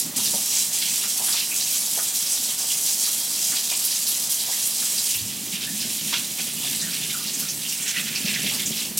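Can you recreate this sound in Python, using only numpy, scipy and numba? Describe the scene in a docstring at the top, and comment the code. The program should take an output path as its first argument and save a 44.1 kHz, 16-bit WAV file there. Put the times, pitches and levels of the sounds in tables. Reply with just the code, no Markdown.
"""Bright spray patters on a steel sink and sets it ringing: hands are being washed under a kitchen tap,
about a metre away. The spray swells and dips as the hands move, over the even hiss of the nozzle.
Run-off splashes in small bubbles, palms squelch, foam fizzes and big drops plop. The stream drums on
the basin floor, most of all near the end, and a small kitchen answers with short echoes."""
import sys
import numpy as np
from scipy import signal
from scipy.fft import rfft, irfft
from scipy.io import wavfile
from scipy.ndimage import uniform_filter1d
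from numba import njit

SR = 44100
rng = np.random.default_rng(int(sys.argv[2]) if len(sys.argv) > 2 else 0)


def dump_mix(stems):
    """Bounce the given channels to the path in sys.argv[1] as a 16-bit WAV at rate SR."""
    frames = np.atleast_2d(stems).T  # one column per channel
    limited = np.clip(frames, -1, 1)  # hard clip at full scale
    pcm = np.round(limited * 32767).astype(np.int16)
    wavfile.write(sys.argv[1], SR, pcm)


N = 396755
T = np.arange(N) / SR

# Tone curves of the layers. Each row: frequency in Hz, gain in dB.
RUMBLE_EQ = [(20, -22), (45, -10), (65, 6), (120, 11), (300, -5), (1000, -32), (4000, -37)]
GURGLE_EQ = [(40, -35), (130, -6), (300, 1), (480, -1.5), (800, 1.5), (1300, -4), (2000, -1.5),
             (3500, -12.5)]
NOZZLE_EQ = [(1000, -22.5), (3000, -3), (6000, 0), (10000, 0), (16000, -2)]
MIST_EQ = [(6000, -24), (9500, -12), (12000, 1), (15500, -6)]
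SPLASH_EQ = [(700, -21), (1400, -10.5), (2000, -7), (2800, 1), (4200, 7), (6000, 17.5), (10000, -6.5)]
SPRAY_EQ = [(300, -36), (1400, -30.5), (2200, -14.5), (3500, -8), (5200, -2.5), (7500, 2.5), (10500, 0),
            (13000, -2.5), (16000, -9.5)]
# Low modes of the basin floor and bright modes of the steel.
# Each row: frequency in Hz, bandwidth in Hz, relative level in dB.
BASIN_MODES = [(60, 8.1, -15), (98.2, 7.6, -17), (128, 11.6, -4), (160, 26, -3), (202, 17, 0),
               (223.6, 16.4, 3), (266.5, 21, -5), (360, 42, -10)]
STEEL_MODES = [(2810, 36, -3), (3250, 56, 7.5), (4003, 41, 6), (4490, 43, 2), (4800, 90, -5),
               (4995, 38, 5.5), (5530, 17, 8), (5814, 110, 2.5), (6270, 29, 4.5), (7000, 27, 4),
               (7750, 330, -3), (8650, 48, 0.5), (9400, 41, 3), (10500, 30, -1)]
# Water falling past the hands onto the basin floor. Each row: time in seconds, relative level in dB.
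FALL_LEVELS = [(0.0, -43.5), (0.27, -42.5), (0.6, -50), (2.85, -51.5), (3.73, -50), (4.66, -53),
               (5.06, -49.5), (5.41, -42), (7.49, -43.5), (7.89, -45.5), (8.42, -39), (9.0, -42)]
# Thick ropes of water thudding on the basin floor.
# Each row: start in seconds, relative level in dB, nominal pitch in Hz, length in seconds.
THUDS = [(.045, -36, 216, 0.023), (.16, -33.5, 231, 0.011), (.33, -35, 220, 0.018), (5.121, -44, 82.5, 0.2),
         (5.24, -39, 213, 0.052), (5.527, -34.5, 198, .02), (5.7, -35.5, 212, 0.054),
         (6.83, -35, 187, 0.042), (7.97, -37, 200, 0.028), (8.24, -28.5, 210, 0.022),
         (8.42, -31.5, 213, 0.032)]
# Air squeezed out between wet palms.
# Each row: start in seconds, relative level in dB, centre pitch in Hz, length in seconds.
SQUELCHES = [(.172, -40, 1000, 0.027), (.335, -34, 713, 0.027), (1.03, -39.5, 1640, 0.03),
             (1.185, -38.5, 860, 0.054), (1.275, -37, 1520, 0.028), (1.34, -35, 954, 0.011),
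             (1.972, -31.5, 740, 0.015), (1.985, -34.5, 1400, 0.019), (2.59, -46.5, 874, 0.072),
             (3.069, -40, 1540, 0.02), (3.517, -35.5, 1860, 0.029), (3.54, -48, 846, 0.034),
             (3.71, -38.5, 920, 0.021), (4.48, -38.5, 844, 0.032), (4.818, -36.5, 1810, 0.013),
             (6.124, -31.5, 1094, 0.01), (6.126, -30.5, 2110, 0.027), (6.131, -23.5, 3560, 0.023),
             (6.379, -40, 940, 0.014), (6.63, -42.5, 960, 0.03), (8.24, -44.5, 480, 0.066),
             (8.424, -42, 486, 0.079), (8.51, -41, 1080, 0.038)]
# Patches of bursting foam, and large drops plopping into the water.
# Each row: start in seconds, relative level in dB, centre pitch in Hz.
FIZZES = [(0.255, -30, 4670), (0.545, -27, 6650), (1.28, -27.5, 10100), (1.318, -27, 4860),
          (1.604, -27.5, 5060), (1.742, -26.5, 7300), (2.314, -25, 7400), (2.484, -35, 3480),
          (3.046, -28.5, 4680), (3.34, -32, 4530), (3.555, -31, 3900), (3.845, -23, 11600),
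          (3.903, -32.5, 4900), (4.067, -32, 4750), (4.078, -23.5, 11100), (4.295, -29, 10100),
          (4.394, -33, 4170), (4.659, -25, 11600), (4.977, -29, 4650), (5.055, -27, 8200),
          (5.143, -29, 12900), (5.802, -29.5, 5100), (6.794, -31.5, 4420), (6.81, -28, 7260),
          (7.269, -30.5, 4840), (7.332, -28, 6850), (7.389, -28, 11700), (7.392, -31, 6340),
          (7.483, -27.5, 5750), (7.818, -29.5, 7700), (7.877, -26.5, 6640), (8.15, -27.5, 5100),
          (8.176, -41, 13800), (8.25, -31, 5200), (8.53, -31, 4700), (8.655, -25.5, 7100),
          (8.77, -31, 4940)]
PLOPS = [(.512, -36, 2930), (1.406, -29.5, 2940), (1.51, -28.5, 2520), (2.695, -27, 3130),
         (3.713, -29.5, 2560), (4.517, -36.5, 1920), (5.135, -29, 2820), (5.548, -31, 2760),
         (5.668, -36, 1820), (6.38, -34, 2380), (6.815, -34.5, 1860), (6.865, -38, 1600), (7.14, -33, 1363),
         (7.195, -42, 1210), (7.421, -40.5, 1380), (7.648, -27.5, 2960), (7.958, -29, 2000),
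         (7.963, -25.5, 2640), (8.154, -27, 2590), (8.279, -24.5, 2550), (8.351, -29.5, 1870),
         (8.45, -28.5, 2940), (8.596, -32.5, 2180)]
# Water gathered in the cupped hands. Each row: time in seconds, fullness from 0 to 1.
CUPPED_WATER = [(0, 0.34), (.3, 0.24), (1.0, 0.47), (2.2, 0.12), (5.0, 0.3), (5.6, 0.52), (7.6, 0.56),
                (7.95, 0.93), (8.9, 0.45)]
# Hand strokes that shed water and throw up spray.
# Each row: middle in seconds, relative splash level in dB, spray lift in dB, length in seconds.
STROKES = [(0.192, -33, 0, 0.058), (.26, -38, 0, 0.05), (0.574, -37, 2, .1), (.75, -39, 0, 0.059),
           (0.884, -33.5, 0, 0.11), (1.04, -28, -0.5, 0.033), (1.4, -35, 0.5, .08), (1.74, -35, 2.5, .04),
           (2.24, -34, 1, 0.046), (2.495, -32.5, -2, 0.027), (2.682, -36, 2, .06),
           (2.878, -38.5, 2.5, 0.032), (3.042, -42, 1.5, 0.037), (3.125, -44, 4, 0.026),
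           (3.413, -35, 1.5, 0.059), (3.57, -35, 1, 0.036), (3.723, -32, -0.5, .04),
           (4.095, -40, 0.5, 0.053), (4.843, -38.5, 2, 0.065), (5.118, -36.5, 3.5, 0.15),
           (5.588, -37, -0.5, .08), (5.873, -35.5, 3.5, 0.17), (6.097, -34.5, 3.5, 0.075),
           (6.146, -22.5, 0, 0.033), (6.39, -33.5, -1, 0.037), (6.667, -31.5, 4, 0.095),
           (6.937, -31, 1.5, .06), (7.024, -32, -1, 0.046), (7.122, -28.5, 1, 0.047),
           (7.716, -38, 4, 0.045), (7.898, -30.5, 2, 0.11), (7.985, -29.5, 1, 0.067),
           (8.128, -31.5, 0, .14), (8.31, -26.5, 0.5, 0.12), (8.456, -26, 2.5, 0.055),
           (8.57, -33.5, 4, 0.088), (8.794, -33, 0.5, 0.072)]
# The hands slip out of the stream. Each row: exit in seconds, return in seconds, spray dip in dB.
SLIPS = [(0, .158, 17), (0.616, 0.71, 4), (1.45, 1.555, 2.5), (1.78, 1.897, 3), (2.067, 2.138, 5),
         (2.497, 2.578, 5.5), (3.22, 3.3, 2.5), (3.95, 4.065, 3), (4.22, 4.292, 3), (4.41, 4.46, 2),
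         (5.17, 5.513, 3), (6.16, 6.36, 2), (7.42, 7.613, 2.5), (7.985, 8.12, 2.5), (8.82, 8.971, 12)]
# Flung water slapping the steel. Each row: start in seconds, relative level in dB.
SLAPS = [(0.161, -26.5), (0.335, -28), (2.096, -39), (2.15, -28), (6.129, -40), (7.398, -36),
         (8.972, -21.5)]
# How hard the stream breaks into spray on the hands. Each row: time in seconds, relative level in dB.
SPRAY_LEVELS = [(0.2, -23), (0.34, -24.5), (5.01, -25), (5.23, -32), (6.69, -29.5), (8.7, -31.5),
                (8.8, -28)]

ROOM_T60_S, ROOM_SEND_DB, SIDE_SEND_DB = 0.3, -6, -12.5
FULL_SPRAY_DB = -24  # gurgle and mist follow the spray relative to this level


def undb(db):
    """Decibels to gain."""
    return 10 ** (np.asarray(db) / 20)


def automation(rows):
    """Join (time, value) points with straight lines."""
    return np.interp(T, *np.transpose(rows))


def eq(x, points):
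    """Minimum-phase filter through (Hz, dB) points."""
    hz, db = np.transpose(points)
    grid_hz = np.maximum(np.fft.rfftfreq(4096, 1 / SR), 1)
    cepstrum = irfft(np.log(undb(np.interp(np.log(grid_hz), np.log(hz), db))))
    half = len(cepstrum) // 2
    causal = np.r_[cepstrum[0], 2 * cepstrum[1:half], np.zeros(half)]
    return signal.oaconvolve(x, irfft(np.exp(rfft(causal))))[:len(x)]


def unit_rms(x, band_hz=None):
    """Scale to rms 1, overall or within a band."""
    part = x
    if band_hz is not None:
        part = signal.sosfilt(signal.butter(4, band_hz, "band", fs=SR, output="sos"), x)
    return x / (np.std(part) + 1e-12)


def waver(rate):
    """Random drift with a spread near 1 and rate turns a second."""
    knots = rng.standard_normal(2048)
    return np.interp(T * rate, np.arange(len(knots)), knots)


def impacts(rate, spread_db):
    """Random drop impacts, rate a second: many small, a few large."""
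    hit = rng.random(N) < rate / SR
    return hit * rng.choice([-1, 1], N) * undb(spread_db * np.minimum(rng.exponential(size=N), 5))


def burst(length_s, rate):
    """A flurry of drops that swells quickly and dies away."""
    age = T[:SR // 4] / length_s
    drops = (rng.random(len(age)) < rate / SR) * rng.standard_normal(len(age))
    return drops * (age + 0.07) * np.exp(-2.5 * age)


def place(track, x, start_s, db, length_s):
    """Mix in a sound with the energy of level db held for length_s."""
    start = int(np.clip(start_s * SR, 0, N - 1))
    x = x * undb(db) * np.sqrt(length_s * SR / (np.sum(x ** 2) + 1e-18))
    track[start:start + len(x)] += x[:N - start]


def ring(drops, modes):
    """Every impact strikes each resonance with a random strength of its own."""
    out = 0
    for hz, width_hz, db in modes:
        b, a = signal.iirpeak(hz, hz / width_hz, fs=SR)
        out = out + undb(db) * signal.lfilter(b, a, drops * rng.standard_normal(N))
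    return out


@njit
def bubbles(starts, hz, cycles, sizes, rise, count):
    """Each bubble rings down to -60 dB and rises in pitch as it nears the surface."""
    out = np.zeros(count)
    for k in range(len(starts)):
        length, phase = int(cycles[k] * SR / hz[k]), 0.
        for i in range(min(length, count - starts[k])):
            phase += 2 * np.pi * hz[k] * (1 + rise * i / length) / SR
            out[starts[k] + i] += sizes[k] * np.exp(-np.log(1000) * i / length) * np.sin(phase)
    return out


def froth(drops, hz, octaves, cycles, rise):
    """Every drop traps a bubble; their pitches scatter around hz."""
    starts = np.flatnonzero(drops)
    detune, stretch = rng.standard_normal((len(starts), 2)).T
    centre_hz = np.broadcast_to(hz, len(drops))[starts]
    pitch_hz = np.clip(centre_hz * 2 ** (octaves * detune), SR / 400, SR / 3)
    return bubbles(starts, pitch_hz, cycles * np.exp(stretch / 2), drops[starts], rise, len(drops))


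def soften(x, hz, q):
    """Bubbles form gradually, so little of their sound lies far from their pitch."""
    return signal.lfilter(*signal.iirpeak(hz, q, fs=SR), x)


def rumble():
    """A faint, steady bed of low noise."""
    return undb(-66.5) * unit_rms(eq(rng.standard_normal(N), RUMBLE_EQ))


def kitchen_echoes(x):
    """The kitchen's reverb: dense, short, favouring no one note, and weaker in the treble."""
    t = T[:SR // 2]
    arrived = t > .003  # pre-delay
    spectrum = rfft(rng.standard_normal(len(t)) * undb(-60 * t / ROOM_T60_S) * arrived, SR)
    flattened = spectrum / np.sqrt(uniform_filter1d(np.abs(spectrum) ** 2, size=50))
    tail = irfft(flattened, SR)[:len(t)] * arrived
    tone = [(100, -8.5), (250, -7), (500, -4.5), (1200, 2), (2500, -1.5), (5000, -1.5), (15000, -6.5)]
    return signal.oaconvolve(x, eq(tail / np.sqrt(np.sum(tail ** 2)), tone))[:N]


def side_echoes(x):
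    """Echoes from the sides widen the sink, mostly in the low mids."""
    tone = [(60, 1), (110, 3), (200, -2), (320, 8), (550, 8.5), (1200, 4.5), (2000, -3.5),
            (3200, -1), (6500, -10), (13000, -3)]
    return eq(kitchen_echoes(x), tone)


def gurgle(feed_db):
    """The film on the basin floor gurgles more as more spray feeds it."""
    film = unit_rms(eq(impacts(rate=1800, spread_db=2), GURGLE_EQ))
    return film * undb(-44.5 + 0.51 * (feed_db - FULL_SPRAY_DB))


def basin_drum(fall_db):
    """The stream drums on the low modes of the basin floor; thick ropes of water land as thuds."""
    drum = unit_rms(ring(impacts(rate=500, spread_db=1.5), BASIN_MODES)) * undb(fall_db)
    for start_s, db, hz, length_s in THUDS:
        knock = froth(burst(length_s, rate=600), hz, octaves=.15, cycles=16, rise=.03)
        place(drum, soften(knock, hz, q=2.0), start_s, db, length_s)
    return eq(drum, [(25, -20), (45, -11), (62, -0.5), (330, 1), (700, 2), (2000, -48)])


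def mist(spray_db):
    """The finest droplets scatter all round the sink when the stream hits hard."""
    ticks = unit_rms(eq(impacts(rate=16000, spread_db=2), MIST_EQ))
    return ticks * undb(-39.5 + 1.5 * (spray_db - FULL_SPRAY_DB))


def nozzle_hiss():
    """The tap's nozzle hisses evenly, whatever the hands do."""
    return undb(-35) * unit_rms(eq(impacts(rate=16000, spread_db=1.5), NOZZLE_EQ))


def hand_bubbles():
    """Squelches and fizzes are dense clouds of short bubbles; plops are clouds of nearly one size."""
    out = np.zeros(N)
    for start_s, db, hz, length_s in SQUELCHES:
        squelch = froth(burst(length_s, rate=3800), hz, octaves=0.34, cycles=22, rise=0.14)
        place(out, squelch, start_s, db, length_s)
    for start_s, db, hz in FIZZES:
        fizz = froth(burst(length_s=0.031, rate=7000), hz, octaves=0.189, cycles=36, rise=0.041)
        place(out, soften(fizz, hz, q=0.61), start_s, db, length_s=0.049)
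    for start_s, db, hz in PLOPS:
        plop = froth(burst(length_s=.026, rate=1400), hz, octaves=.085, cycles=42, rise=.06)
        place(out, soften(plop, hz, q=1.7), start_s, db, length_s=0.016)
    return eq(out, [(40, -26), (150, -11), (350, -2)])  # small bubbles radiate little bass


def hand_slips():
    """The dip in dB while the hands are out of the stream: a gradual fade, then a snap back."""
    fade_curve, return_s = .85, .004
    dip_db = 0
    for leave_s, back_s, depth_db in SLIPS:
        away = np.clip((T - leave_s) / (back_s - leave_s), 0, 1) ** fade_curve
        dip_db = dip_db + depth_db * away * np.clip(1 - (T - back_s) / return_s, 0, 1)
    return dip_db


def hand_strokes():
    """Each stroke swells quickly and ebbs slowly, shedding splashes and lifting the spray."""
    attack_share = .3
    shed_power = lift_db = 0
    for middle_s, splash_db, peak_lift_db, length_s in STROKES:
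        past_peak = (T - middle_s) / length_s + .5 - attack_share
        width = np.where(past_peak < 0, attack_share, 1 - attack_share)
        swell = 2 ** -np.minimum((past_peak / width) ** 2, 20)
        shed_power = shed_power + undb(splash_db) ** 2 * swell
        lift_db = lift_db + peak_lift_db * swell
    return shed_power, lift_db


def flow_levels(feed_db, cupped):
    """The stream divides into spray, splashes and falling water; the moving hands make each waver."""
    dip_db = hand_slips()
    shed_power, lift_db = hand_strokes()
    spray_db = feed_db - 1 + lift_db - dip_db + 0.33 * waver(rate=22)
    runoff_db = -40.5 + 6 * cupped - 0.82 * dip_db + 0.9 * waver(rate=22)  # runs on between strokes
    splash_db = 10 * np.log10(undb(runoff_db) ** 2 + shed_power) - 2.5
    fall_db = automation(FALL_LEVELS) + 0.65 + 1.1 * waver(rate=22)
    return spray_db, splash_db, fall_db


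def splashes(splash_db, cupped):
    """Water leaving the hands bursts into bubbles; fuller hands make larger, lower ones."""
    drops = impacts(rate=3800, spread_db=2.5) * undb(2.87 * waver(rate=40))
    pitch_hz = 3650 * 2 ** (-.75 * cupped)
    bubbling = eq(froth(drops, pitch_hz, octaves=0.373, cycles=25.5, rise=0.095), SPLASH_EQ)
    return unit_rms(bubbling, band_hz=(2000, 3800)) * undb(splash_db)


def spray(spray_db):
    """Fine drops tick on the sink in uneven spurts; the harder they land, the more the steel rings."""
    drops = unit_rms(impacts(rate=12000, spread_db=3))
    drops *= undb(spray_db + 1.15 * waver(rate=45) + 1.13 * waver(rate=220))
    for start_s, db in SLAPS:
        place(drops, burst(length_s=0.02, rate=6400), start_s, db, length_s=0.024)
    steel_db = 3 + .5 * np.minimum(spray_db + 26, 0)
    patter = eq(drops * undb(1.5) + ring(drops, STEEL_MODES) * undb(steel_db), SPRAY_EQ)
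    # the drop size wanders, so neighbouring bands swell at different moments
    spectrum = rfft(patter)
    octave = np.log2(np.fft.rfftfreq(N, 1 / SR) + 1)
    centres = np.log2(np.geomspace(3000, 14000, 7))
    bands = [irfft(spectrum * np.interp(octave, centres, weight), N) for weight in np.eye(len(centres))]
    return undb(1.88) * sum(band * undb(1.56 * waver(rate=26)) for band in bands)


def pan(x, balance_db):
    """Pan the highs by balance_db, left minus right; long bass waves reach both sides alike."""
    bass = signal.sosfiltfilt(signal.butter(2, 480, fs=SR, output="sos"), x)
    return bass + (x - bass) * undb(np.array([balance_db, -balance_db]) / 2)


def scene():
    """The sink sits a little to the right, more so as the hands fill; echoes and mist add width."""
    cupped, feed_db = automation(CUPPED_WATER), automation(SPRAY_LEVELS)
    spray_db, splash_db, fall_db = flow_levels(feed_db, cupped)
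    water = spray(spray_db) + nozzle_hiss() + splashes(splash_db, cupped) + hand_bubbles()
    water += basin_drum(fall_db) + gurgle(feed_db)
    mid = water + kitchen_echoes(undb(ROOM_SEND_DB) * water)
    side = side_echoes(undb(SIDE_SEND_DB) * water) + mist(spray_db)
    panned = pan(mid + rumble(), balance_db=-1.32 - 1.5 * cupped)
    return undb(-0.25) * (panned + np.array([side, -side]))


def record(dry):
    """A steep high cut at 16 kHz."""
    return signal.sosfilt(signal.ellip(10, .2, 80, 16000, fs=SR, output="sos"), dry)


dry = scene()
out = record(dry)
dump_mix(out)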